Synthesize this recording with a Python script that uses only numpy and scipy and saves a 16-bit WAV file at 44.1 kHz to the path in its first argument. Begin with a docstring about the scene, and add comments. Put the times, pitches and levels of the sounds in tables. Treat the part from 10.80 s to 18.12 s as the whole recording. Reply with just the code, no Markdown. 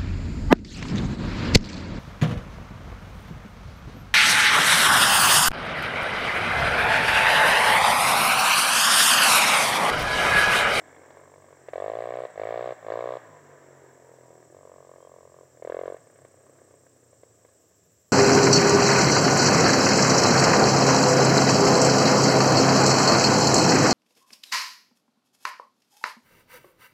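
"""A single-cylinder four-stroke engine putters some way off; a second, raspier one fades within a second.
The throttle opens in four short, hard bursts and a few gentle ones; between them the engine coasts,
and at last it sinks towards idle. Each firing rings a silencer and hisses; brush and trees scatter it.
Low tones, churn, clatter and drone follow the engine cycle. Gliding tones make crickets and noise makes
a far chorus and a late katydid; a faint bird whistles once."""
import sys
import numpy as np
from scipy import signal
from scipy.fft import rfft, irfft
from scipy.io import wavfile

SR = 44100
rng = np.random.default_rng(int(sys.argv[2]) if len(sys.argv) > 2 else 0)


def dump_mix(stems):
    """Bounce the given channels to the path in sys.argv[1] as a 16-bit WAV at rate SR."""
    frames = np.atleast_2d(stems).T  # one column per channel
    limited = np.clip(frames, -1, 1)  # hard clip at full scale
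    pcm = np.round(limited * 32767).astype(np.int16)
    wavfile.write(sys.argv[1], SR, pcm)


N = 322812
TIME = np.arange(N) / SR
CRUISE_PER_S = 42   # firings at an easy pace


def from_db(db):
    """Decibels to gain."""
    return 10 ** (np.asarray(db) / 20)


def rms_one(x):
    """Scale to rms 1."""
    return x / np.sqrt(np.mean(x ** 2) + 1e-20)


def in_time(rows, t=TIME):
    """Each column of a curve, read at times t."""
    s, *columns = np.transpose(rows)
    return [np.interp(t, s, c) for c in columns]


def coloured(x, spectrum):
    """Shape a signal by a spectrum that falls 20 dB per octave faster beyond its ends; rms 1."""
    hz, db = np.transpose(spectrum)
    octave = np.log2(np.fft.rfftfreq(N, 1 / SR) + 1)
    outside = abs(octave - np.clip(octave, np.log2(hz[0]), np.log2(hz[-1])))
    gain = from_db(np.interp(octave, np.log2(hz), db) - 20 * outside)
    return rms_one(irfft(rfft(x) * gain, N))


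def band(x, low_hz, high_hz, order=2):
    """Band-pass."""
    return signal.sosfilt(signal.butter(order, [low_hz, high_hz], "band", fs=SR, output="sos"), x + 1e-18)


def drift(rate):
    """Slow random curve through normal points of spread 1, rate points per second."""
    points = rng.standard_normal(400)
    return np.interp(TIME * rate, np.arange(len(points)), points)


# Speed with the throttle shut, set by ground and gear. Each row: time in seconds, firings per second.
COAST_SPEED = [(0.0, 45.61), (0.25, 44.63), (0.458, 44.43), (0.75, 40.99), (0.986, 37.94), (1.5, 38.83),
               (1.985, 40.09), (2.35, 42.14), (2.55, 42.96), (2.8, 45.42), (3.15, 43.66), (3.65, 40.57),
               (3.75, 41.85), (3.87, 40.27), (4.249, 38.23), (4.717, 38.7), (5.12, 30.59), (5.22, 27.41),
               (5.45, 29.93), (5.739, 32.9), (6.1, 31.03), (6.675, 26.81), (7.32, 26.33)]
# Throttle openings. 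Each row: open in seconds, shut in seconds, added firings per second if held,
# rev-up time in seconds, swell time in seconds, beat level at the crest in dB, sag in dB per second
# away from the crest, silencer pitch factor at the crest, nasal ring in dB, gas rush in dB.
THROTTLE_BURSTS = [(0.0, 0.272, 0, 0.16, 0.0091, -46, 13, 1.1, 3, 7),
                   (0.306, 0.742, 6.5, 0.19, 0.017, -44, -2, 0.97, 14.5, 4),
                   (0.926, 1.456, 25, .181, 0.002, -21, 5, 1.031, 0.5, -2.5),
                   (1.581, 1.928, 24.5, .174, 0.017, -20, 9, 1.024, 1, 0),
                   (2.041, 2.371, 24.5, .199, 0.057, -19.5, 17, 0.99, 10, -2),
                   (2.4, 2.576, 0, .1, .004, -44.5, 29.5, 0.94, 18, 0),
                   (3.728, 4.645, 6, 0.0039, 0.044, -38, 5.5, 0.94, 13.5, -4),
                   (4.829, 5.147, 21, 0.23, 0.046, -19.3, 25.5, 0.91, -2, -5.5)]
SPIN_DOWN_S = .1648


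def engine_speed():
    """Firings per second: each burst pulls the flywheel above its coasting speed, then it spins down."""
    speed = in_time(COAST_SPEED)[0]
    for open_s, shut_s, added, rev_s, *_ in THROTTLE_BURSTS:
        pulled = 1 - np.exp(-(np.clip(TIME, open_s, shut_s) - open_s) / rev_s)
        spin_down = np.exp(-np.maximum(TIME - shut_s, 0) / SPIN_DOWN_S)
        speed = speed + added * pulled * spin_down
    return speed


# Beats with the throttle shut. Each row: time in seconds, beat level in dB.
PUTTER_LEVEL = [(0.3, -57), (0.8, -55), (1.5, -40.5), (2.0, -53), (2.7, -53), (3.6, -42.5), (3.72, -54),
                (4.7, -51.5), (5.19, -61.5), (5.27, -45), (5.5, -48.5), (6.1, -59), (6.7, -66)]
PUTTER_NASAL_DB, PUTTER_RUSH_DB = -2.5, 1.5
COOLING_POWER = 0.21   # coasting: silencer pitch sinks with speed as it cools
BEAT_LEAD_S, SHUT_S = 0.019, 0.014   # beats swell before the speed rises; they die quickly on shutting
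FULL_REV_PER_S = 33.7   # added firings that count as full load
CREST_SHARE = 0.24   # crest of a burst, as a share of its length
RING_SAG_PER_S = 0.027   # share by which silencer pitch sinks each second of a burst


def throttle(t, speed):
    """Opening, load, beat dB, silencer pitch, nasal dB and rush dB at times t: bursts swell, sag and shut."""
    still = np.zeros(len(t))
    putter_db = in_time(PUTTER_LEVEL, t)[0]
    cooled = (speed / CRUISE_PER_S) ** COOLING_POWER
    state = np.array([still, still, putter_db, cooled, still + PUTTER_NASAL_DB, still + PUTTER_RUSH_DB])
    for open_s, shut_s, added, _, swell_s, peak_db, sag, pitch, nasal_db, rush_db in THROTTLE_BURSTS:
        swell = .5 * (1 + np.tanh((t - open_s + BEAT_LEAD_S) / swell_s))
        opening = swell * np.clip(1 - (t - shut_s) / SHUT_S, 0, 1)
        past_crest_s = t - (open_s + CREST_SHARE * (shut_s - open_s))
        beat_db = peak_db - sag * abs(past_crest_s)
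        heat = pitch * (1 - RING_SAG_PER_S * past_crest_s)
        driven = np.broadcast_arrays(1, added / FULL_REV_PER_S, beat_db, heat, nasal_db, rush_db)
        state = state + opening * (np.array(driven) - state)
    return state


# Single firings that stand out, as hard pops or a misfire.
# Each row: time in seconds, peak level in dB, extra crack of gas in dB.
POP_FIRINGS = [(.306, -39, 6), (.373, -37, 1.5), (.476, -41, -3.5), (.885, -27, 4), (.91, -50.5, 2),
               (.935, -22.5, 5), (1.099, -19, -1), (2.066, -25.5, 4), (2.103, -19.5, -0.5), (2.121, -19, 4),
               (4.825, -28.5, 0), (4.85, -23.5, 1.5), (4.899, -20, 3.5), (4.946, -19.5, 1.5),
               (4.969, -20.5, -5), (4.992, -20.5, 1), (5.059, -23.5, 5), (5.081, -20.5, -0.5),
               (5.166, -38.5, 3.5), (5.358, -43, 5), (5.389, -42.5, 3), (5.447, -37.5, 5),
               (5.543, -43.5, -11), (5.663, -47, 5.5), (5.695, -42.5, -2), (5.786, -45, 5),
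               (5.815, -42, -4), (5.909, -47.5, 3.5), (5.94, -45, 1), (6.035, -46.5, -11),
               (6.066, -44.5, 3.5), (6.163, -52.5, 7), (6.23, -52.5, 6), (6.33, -42.5, -1.5),
               (6.433, -39, -0.5), (6.65, -42, 3.5), (6.688, -51.5, 4)]
FIRM_BEAT_DB, UNEVEN_DB, UNEVEN_PER_DB = -14, 0.5, 0.0564   # scatter grows for each dB below firm


def firings(t, beat_db, rush_db):
    """Strength and crack (dB) of the firings: the weaker, the more uneven; listed ones pop or misfire."""
    uneven_db = UNEVEN_DB + UNEVEN_PER_DB * np.maximum(FIRM_BEAT_DB - beat_db, 0)
    level_db = beat_db + uneven_db * np.clip(rng.standard_normal(1000)[:len(t)], -2, 1)
    crack_db = rush_db.copy()
    for s, pop_db, extra_db in POP_FIRINGS:
        nearest = np.argmin(abs(t - s))
        level_db[nearest] = pop_db
        crack_db[nearest] += extra_db
    return from_db(level_db), crack_db


# Silencer resonances. 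Each row: centre in Hz at heat 1, width in Hz, relative level in dB,
# share of the nasal ring 0-1, share of the crack 0-1, share of the shift with heat 0-1.
SILENCER_MODES = [(573.3, 149, 5.5, 0.29, 0, 1), (425.4, 109, -4, 0.1, 0.3, .3),
                  (846, 150, -22.5, 1, 0.2, 0), (1072, 145, -11, 0.81, 0.4, 0.1),
                  (1194, 90, -21.5, 0.4, .2, .1), (1753, 310, -20, 0, 0.85, 0.8),
                  (2204, 200, -25, 0.1, 0.6, 0.5), (2730, 230, -42, 0.05, 0.6, .3),
                  (3380, 310, -47.5, 0.6, 0.4, .3), (60, 130, -28.5, 0.1, 0.07, 0.12)]
PITCH_SPREAD = .015   # random share per puff


def silencer_rings(heat, nasal_db, crack_db, chance_db=3.5, damping_s=0.0038, size=4096, count=800):
    """The causal ring of the silencer for each puff, damped within a few cycles; peak 1."""
    f = np.fft.rfftfreq(size, 1 / SR) + 1
    chance = rng.standard_normal((len(SILENCER_MODES), 2, 1000))[..., :len(heat)]
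    power = 1e-7   # floor keeps the logarithm finite
    for (hz, width, db, nasal, crack, warm), (luck, detune) in zip(SILENCER_MODES, chance):
        centre = (hz * heat ** warm * (1 + PITCH_SPREAD * detune))[:, None]
        bump = 1 / (1 + abs((f * f - centre ** 2) / (f * width)) ** 5)
        # the higher a resonance, the more its level varies from puff to puff
        level_db = db + nasal * nasal_db + crack * crack_db + chance_db * luck * hz / 2000
        power = power + from_db(level_db)[:, None] ** 2 * bump
    # minimum phase: keep the causal half of the cepstrum
    cepstrum = irfft(np.log(power))[:, :size // 2]
    rings = irfft(np.exp(rfft(cepstrum, size)))[:, :count]
    rings = rings / (1 + (np.arange(count) / (SR * damping_s)) ** 4)
    return rings / abs(rings).max(axis=1, keepdims=True)


def exhaust(at, strength, heat, nasal_db, crack_db):
    """Every puff rings the silencer, higher when the gas is hot, brighter when it cracks."""
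    rings = silencer_rings(heat, nasal_db, crack_db)
    length = rings.shape[1]
    out = np.zeros(N + length)
    for i, gain, ring in zip(at, strength, rings):
        out[i:i + length] -= gain * ring
    return out[:N]


def puffs(at, strength, rise_s, decay_s):
    """A short turbulent hiss at each firing."""
    clicks = np.zeros(N)
    clicks[at] = strength
    age = TIME[:SR // 20]
    envelope = (1 - np.exp(-age / rise_s)) * np.exp(-age / decay_s)
    gate = signal.fftconvolve(clicks, envelope)[:N]
    return gate * rng.standard_normal(N)


# Spectrum of the gas rush. Each row: frequency in Hz, relative level in dB per Hz.
RUSH_SPECTRUM = [(300, -10.5), (650, -8), (880, -14.5), (1110, -3), (1380, -13.5), (1720, -10),
                 (1970, -14.5), (2220, -12.5), (2450, -23.5), (2630, -19.5), (3150, -25), (3550, -22.5),
                 (4300, -28.5), (5000, -31.5), (8000, -65)]


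def gas_rush(at, strength, rush_db=-19.5):
    """Gas hisses out of the pipe after each puff."""
    hiss = puffs(at, strength, rise_s=0.0013, decay_s=0.0072)
    return from_db(rush_db) * np.std(hiss) * coloured(hiss, RUSH_SPECTRUM)


FULL_PER_S = 59.3   # firings at the top of a burst


def rasp(at, strength, speed, rasp_db=-17.5, db_per_octave=24):
    """At high revs the front of each puff steepens into a crisp snap."""
    snap_db = rasp_db + db_per_octave * np.log2(speed / FULL_PER_S)
    snaps = puffs(at, strength * from_db(snap_db), rise_s=.00008, decay_s=0.0011)
    return band(snaps, 2550, 4190, order=4)


def scatter(x, t60, level_db, delay_s, low_hz=750):
    """Countless weak reflections, dying away; leaves let long waves pass."""
    arrival = np.clip(TIME / delay_s - 1, 0, 1)
    echoes = band(rng.standard_normal(N), low_hz, 4600) * from_db(-60 * TIME / t60) * arrival
    echoes = echoes / np.sqrt(np.sum(echoes ** 2))
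    return from_db(level_db) * signal.fftconvolve(x, echoes)[:N]


# Tailpipe resonance. Each row: frequency in Hz, rms level in dB before order, load and carry offsets.
TAILPIPE_RESPONSE = [(60, -110), (82, -74.5), (104, -65), (125, -64), (160, -63.5), (185, -83), (215, -66),
                     (250, -77)]
# Orders 2 upward of the firing rate. Each row: offset in dB with throttle shut, offset in dB with it open.
ORDER_OFFSETS = [(-2.5, -0.5), (-3, -7), (-4.5, -17)]
# The machine moving off through cover; also played by machinery().
# Each row: time in seconds, level offset in dB, valve-gear clatter in dB rms at the easy pace.
CARRY_LEVEL = [(0, 1.5, -59), (.35, 1, -61), (.55, -2.5, -69), (.9, -2.5, -60), (2.5, 1.5, -59),
               (3.1, -1.5, -62), (3.5, -3, -68.5), (4.7, -6, -71), (5.5, -6, -67.5), (5.78, -3.5, -67),
               (6.1, -8, -71), (6.7, -10, -70), (7.3, -17.5, -73)]
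BOOM_LOAD_DB, BOOM_FOLLOWS = 10.5, 0.41   # gain at full load; share of the carry offset


def boom(cycle, speed, opened, load, waver_db=2.5, rumble_db=-74):
    """Pumped gas hums on low orders, swelling across the tailpipe's resonance, over a soft rumble."""
    hz, pipe_db = np.transpose(TAILPIPE_RESPONSE)
    drive_db = BOOM_LOAD_DB * load + BOOM_FOLLOWS * in_time(CARRY_LEVEL)[0]
    rumble = rms_one(band(rng.standard_normal(N), 80, 190, order=3))
    out = from_db(rumble_db + 2 * drift(4.82)) * rumble
    for order, (shut_db, open_db) in enumerate(ORDER_OFFSETS, 2):
        resonance_db = np.interp(np.log(order * speed), np.log(hz), pipe_db)
        level_db = resonance_db + shut_db + opened * (open_db - shut_db) + drive_db
        level_db = level_db + waver_db * (CRUISE_PER_S / speed) ** 2 * drift(23)
        out += np.sqrt(2) * from_db(level_db) * np.sin(2 * np.pi * order * cycle)
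    return out


def contacts(cycle, speed, likeness, steady_per_s=42, size=500):
    """Dense small impacts; each engine cycle resembles the last, less so as the speed sags towards idle."""
    pace = np.interp(np.arange(int(cycle[-1]) + 2), cycle, speed)
    kept = np.clip(likeness, 0, .97) * np.minimum(pace / steady_per_s, 1) ** 4
    pattern = rng.standard_normal((500, size))[:len(kept)]
    for k in range(1, len(kept)):
        pattern[k] = kept[k] * pattern[k - 1] + np.sqrt(1 - kept[k] ** 2) * pattern[k]
    return np.interp(cycle * size, np.arange(pattern.size), pattern.ravel())


# Spectrum of the drive's churn. Each row: frequency in Hz, relative level in dB per Hz.
CHURN_SPECTRUM = [(88, -30.5), (150, -3.5), (199, -25), (235, -4), (412, 1.5), (487, 1), (669, -3),
                  (807, -15), (1110, -12.5), (1250, -12.5), (1400, -27), (1820, -47), (3080, -120)]
# Spectrum of the valve gear. 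Each row: frequency in Hz, relative level in dB per Hz.
CLATTER_SPECTRUM = [(700, 8.5), (1080, 5), (1380, 3.5), (1680, 9.5), (1960, 4), (2170, 2), (2500, -8),
                    (3100, -12), (3380, -12), (5000, -23.5)]
CHURN_DB = -56   # rms before the carry offset
CLATTER_DB_PER_OCTAVE = 9.5   # per octave of speed


def machinery(cycle, speed, churn_throb_db=1.5, clatter_throb_db=0.5):
    """Drive and valve gear churn and clatter, swelling once a cycle."""
    carry_db, valves_db = in_time(CARRY_LEVEL)
    clatter_db = valves_db + CLATTER_DB_PER_OCTAVE * np.log2(speed / CRUISE_PER_S)
    swing = np.cos(2 * np.pi * (cycle - .15))
    churn = contacts(cycle, speed, likeness=0.31) * from_db(churn_throb_db * swing)
    clatter = contacts(cycle, speed, likeness=0.12) * from_db(clatter_throb_db * swing + 0.79 * drift(25))
    churn = from_db(CHURN_DB + carry_db) * coloured(churn, CHURN_SPECTRUM)
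    return churn + from_db(clatter_db) * coloured(clatter, CLATTER_SPECTRUM)


# Drone as the wheels push the engine. Each row: frequency in Hz, relative level in dB.
DRONE_SPECTRUM = [(280, -8), (380, -1), (480, 0), (570, -5.5), (670, 0.5), (800, -18), (960, -1.5),
                  (1150, -10.5), (1350, -26)]
# Overrun. Each row: time in seconds, level of the tone stack in dB rms.
OVERRUN_LEVEL = [(2.3, -78), (2.55, -57.5), (3.1, -60), (3.6, -60.5), (3.75, -78)]


def drone(cycle, speed, hum_db=-14, waver_db=5.0, count=28):
    """On the overrun the drive meshes alike every cycle: a stack of tones over a hum, following speed."""
    hz, db = np.transpose(DRONE_SPECTRUM)
    mesh = 0
    for order in range(6, count):
        gain = from_db(np.interp(order * speed, hz, db) + waver_db * drift(11))
        mesh = mesh + gain * np.sin(2 * np.pi * (order * cycle + rng.random()))
    hum = np.sqrt(2) * np.sin(2 * np.pi * 3 * cycle)
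    return from_db(in_time(OVERRUN_LEVEL)[0]) * (rms_one(mesh) + from_db(hum_db) * hum)


# Second engine easing its throttle. Each row: time in seconds, firings per second.
FAR_ENGINE_SPEED = [(0, 53.5), (.128, 56), (.25, 57.3), (.32, 54.5), (.4, 51.5), (.5, 48.8), (.6, 47.7),
                    (.85, 48.5)]
# Its fade. Each row: time in seconds, level in dB.
FAR_ENGINE_LEVEL = [(0, -58), (.35, -61.5), (.47, -66), (.78, -67), (.9, -98)]
# Its barks, set on the nearest firing. Each row: time in seconds, extra level in dB.
FAR_ENGINE_BARKS = [(.128, 2.5), (.166, 5.5), (.201, -2.5), (.235, 1), (.253, 1.5), (.306, 5.5), (.4, 7.5),
                    (.541, 7.5)]
# Its pipe resonances. Each row: centre in Hz, width in Hz, relative level in dB.
FAR_PIPE_MODES = [(634, 350, 2.5), (1010, 280, 1.5), (1690, 240, -1.5), (2190, 150, -4), (3380, 270, -16)]


def far_engine(uneven_db=2.5, hiss=0.12):
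    """Each firing rings the pipe with a click and a little hiss; every resonance varies on its own."""
    cycle = np.cumsum(in_time(FAR_ENGINE_SPEED)[0]) / SR
    at = np.flatnonzero(np.diff(np.floor(cycle)))
    bark_db = np.zeros(len(at))
    for s, extra_db in FAR_ENGINE_BARKS:
        bark_db[np.argmin(abs(TIME[at] - s))] = extra_db
    out = 0
    for k, (hz, width, db) in enumerate(FAR_PIPE_MODES):
        strength = from_db(bark_db + uneven_db * rng.standard_normal(1000)[:len(at)])
        beats = hiss * puffs(at, strength, rise_s=0.00018, decay_s=0.0023)
        beats[at] += strength
        ring = rms_one(band(beats, hz - width / 2, hz + width / 2))
        out = out + (-1) ** k * from_db(db) * ring
    return from_db(in_time(FAR_ENGINE_LEVEL)[0]) * rms_one(out)


def cricket(hz, fall_hz, per_s, level_db, scatter_hz=45, top=0.2):
    """Each wing stroke is a near-pure tone that arches over and slides down as it fades."""
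    stroke = (per_s * TIME + 0.14 * drift(2)) % 1
    arch = fall_hz * ((stroke - top) / (1 - top)) ** 2
    pitch = hz - arch + 25 * drift(3) + scatter_hz * drift(50)
    swell = np.sin(np.pi * stroke) ** 2 * np.exp(-3 * stroke) * from_db(drift(33))
    return from_db(level_db) * rms_one(swell * np.sin(2 * np.pi * np.cumsum(pitch) / SR))


# Far chorus and faint hiss. Each row: frequency in Hz, relative level in dB per Hz.
CHORUS_SPECTRUM = [(2500, -17), (4700, -20), (5250, -11.5), (5750, -7.5), (6500, -12), (7000, -5),
                   (7500, -1.5), (8100, -6.5), (8500, -17), (9000, -24.5), (12000, -22.5), (15500, -20)]
# Nearest cricket, which stops near the end.
# Each row: time in seconds, pitch at the top of a stroke in Hz, level in dB.
SOLO_CRICKET = [(0, 8210, -74.5), (1.5, 8190, -73.5), (1.57, 7800, -73), (2.8, 8060, -86), (3.6, 8050, -72),
                (4.7, 8180, -77.5), (5.3, 8150, -70), (6.35, 8240, -72.5), (6.45, 8020, -72),
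                (6.78, 8140, -72), (6.84, 8050, -92)]
SOLO_FALL_HZ, SOLO_STROKES_PER_S = 806, 28.1
# Other crickets. Each row: pitch at the top of a stroke in Hz, fall in Hz, strokes per second, rms in dB.
CRICKET_TRILLS = [(7530, 450, 30, -75.5), (7800, 510, 42, -81)]
# Katydid coming in. Each row: time in seconds, level in dB.
KATYDID_LEVEL = [(0, -105), (6.0, -89), (6.6, -86), (6.9, -81), (7.3, -78)]


def insects(chorus_db=-67.0, sway_db=0.3, tick_db=6):
    """A smooth far chorus, a few nearer crickets and the thin, uneven ticking of a katydid."""
    chorus = coloured(rng.standard_normal(N), CHORUS_SPECTRUM)
    chorus = from_db(chorus_db + sway_db * drift(2.9)) * chorus
    solo_hz, solo_db = in_time(SOLO_CRICKET)
    crickets = cricket(solo_hz, SOLO_FALL_HZ, SOLO_STROKES_PER_S, solo_db)
    crickets = crickets + sum(cricket(*row) for row in CRICKET_TRILLS)
    rasps = np.cos(2 * np.pi * 12.62 * TIME)   # 12.62 ticks per second
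    ticking = from_db(tick_db * rasps + drift(13))
    katydid = rms_one(ticking * band(rng.standard_normal(N), 11000, 15500))
    return chorus + crickets + from_db(in_time(KATYDID_LEVEL)[0]) * katydid


CHIRP_MIDDLE_S, CHIRP_LENGTH_S, CHIRP_HZ, CHIRP_PEAK_DB = 4.24, .1, 3200, -74.5


def bird(waver_hz=25):
    """One faint, slightly wavering whistle: a sine under a half-cosine swell."""
    swell = np.cos(np.pi * np.clip((TIME - CHIRP_MIDDLE_S) / CHIRP_LENGTH_S, -.5, .5))
    pitch = CHIRP_HZ + waver_hz * drift(50)
    return from_db(CHIRP_PEAK_DB) * swell * np.sin(2 * np.pi * np.cumsum(pitch) / SR)


def scene():
    """The engine, firing once a cycle among the brush and trees, with the far engine, insects and bird."""
    speed = engine_speed()
    cycle = .268 + np.cumsum(speed) / SR
    at = np.flatnonzero(np.diff(np.floor(cycle)))   # sample of each firing
    opened, load, beat_db, heat, nasal_db, rush_db = throttle(TIME[at], speed[at])
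    strength, crack_db = firings(TIME[at], beat_db, rush_db)
    beats = exhaust(at, strength, heat, nasal_db, crack_db)
    beats = beats + gas_rush(at, strength * from_db(crack_db))
    beats = beats + rasp(at, strength, speed[at])
    brush = scatter(beats, t60=0.14, level_db=-24.0, delay_s=0.0015)
    trees = scatter(beats, t60=0.72, level_db=-20.5, delay_s=0.025)
    hum = boom(cycle, speed, np.interp(TIME, TIME[at], opened), np.interp(TIME, TIME[at], load))
    engine = beats + brush + trees + hum + machinery(cycle, speed) + drone(cycle, speed)
    return (engine + far_engine() + insects() + bird())[None]


CUTOFF_HZ = 15800


def record(dry):
    """A steep elliptic low-pass cuts the top."""
    return signal.sosfilt(signal.ellip(10, .2, 70, CUTOFF_HZ, fs=SR, output="sos"), dry)


dry = scene()
out = record(dry)
dump_mix(out)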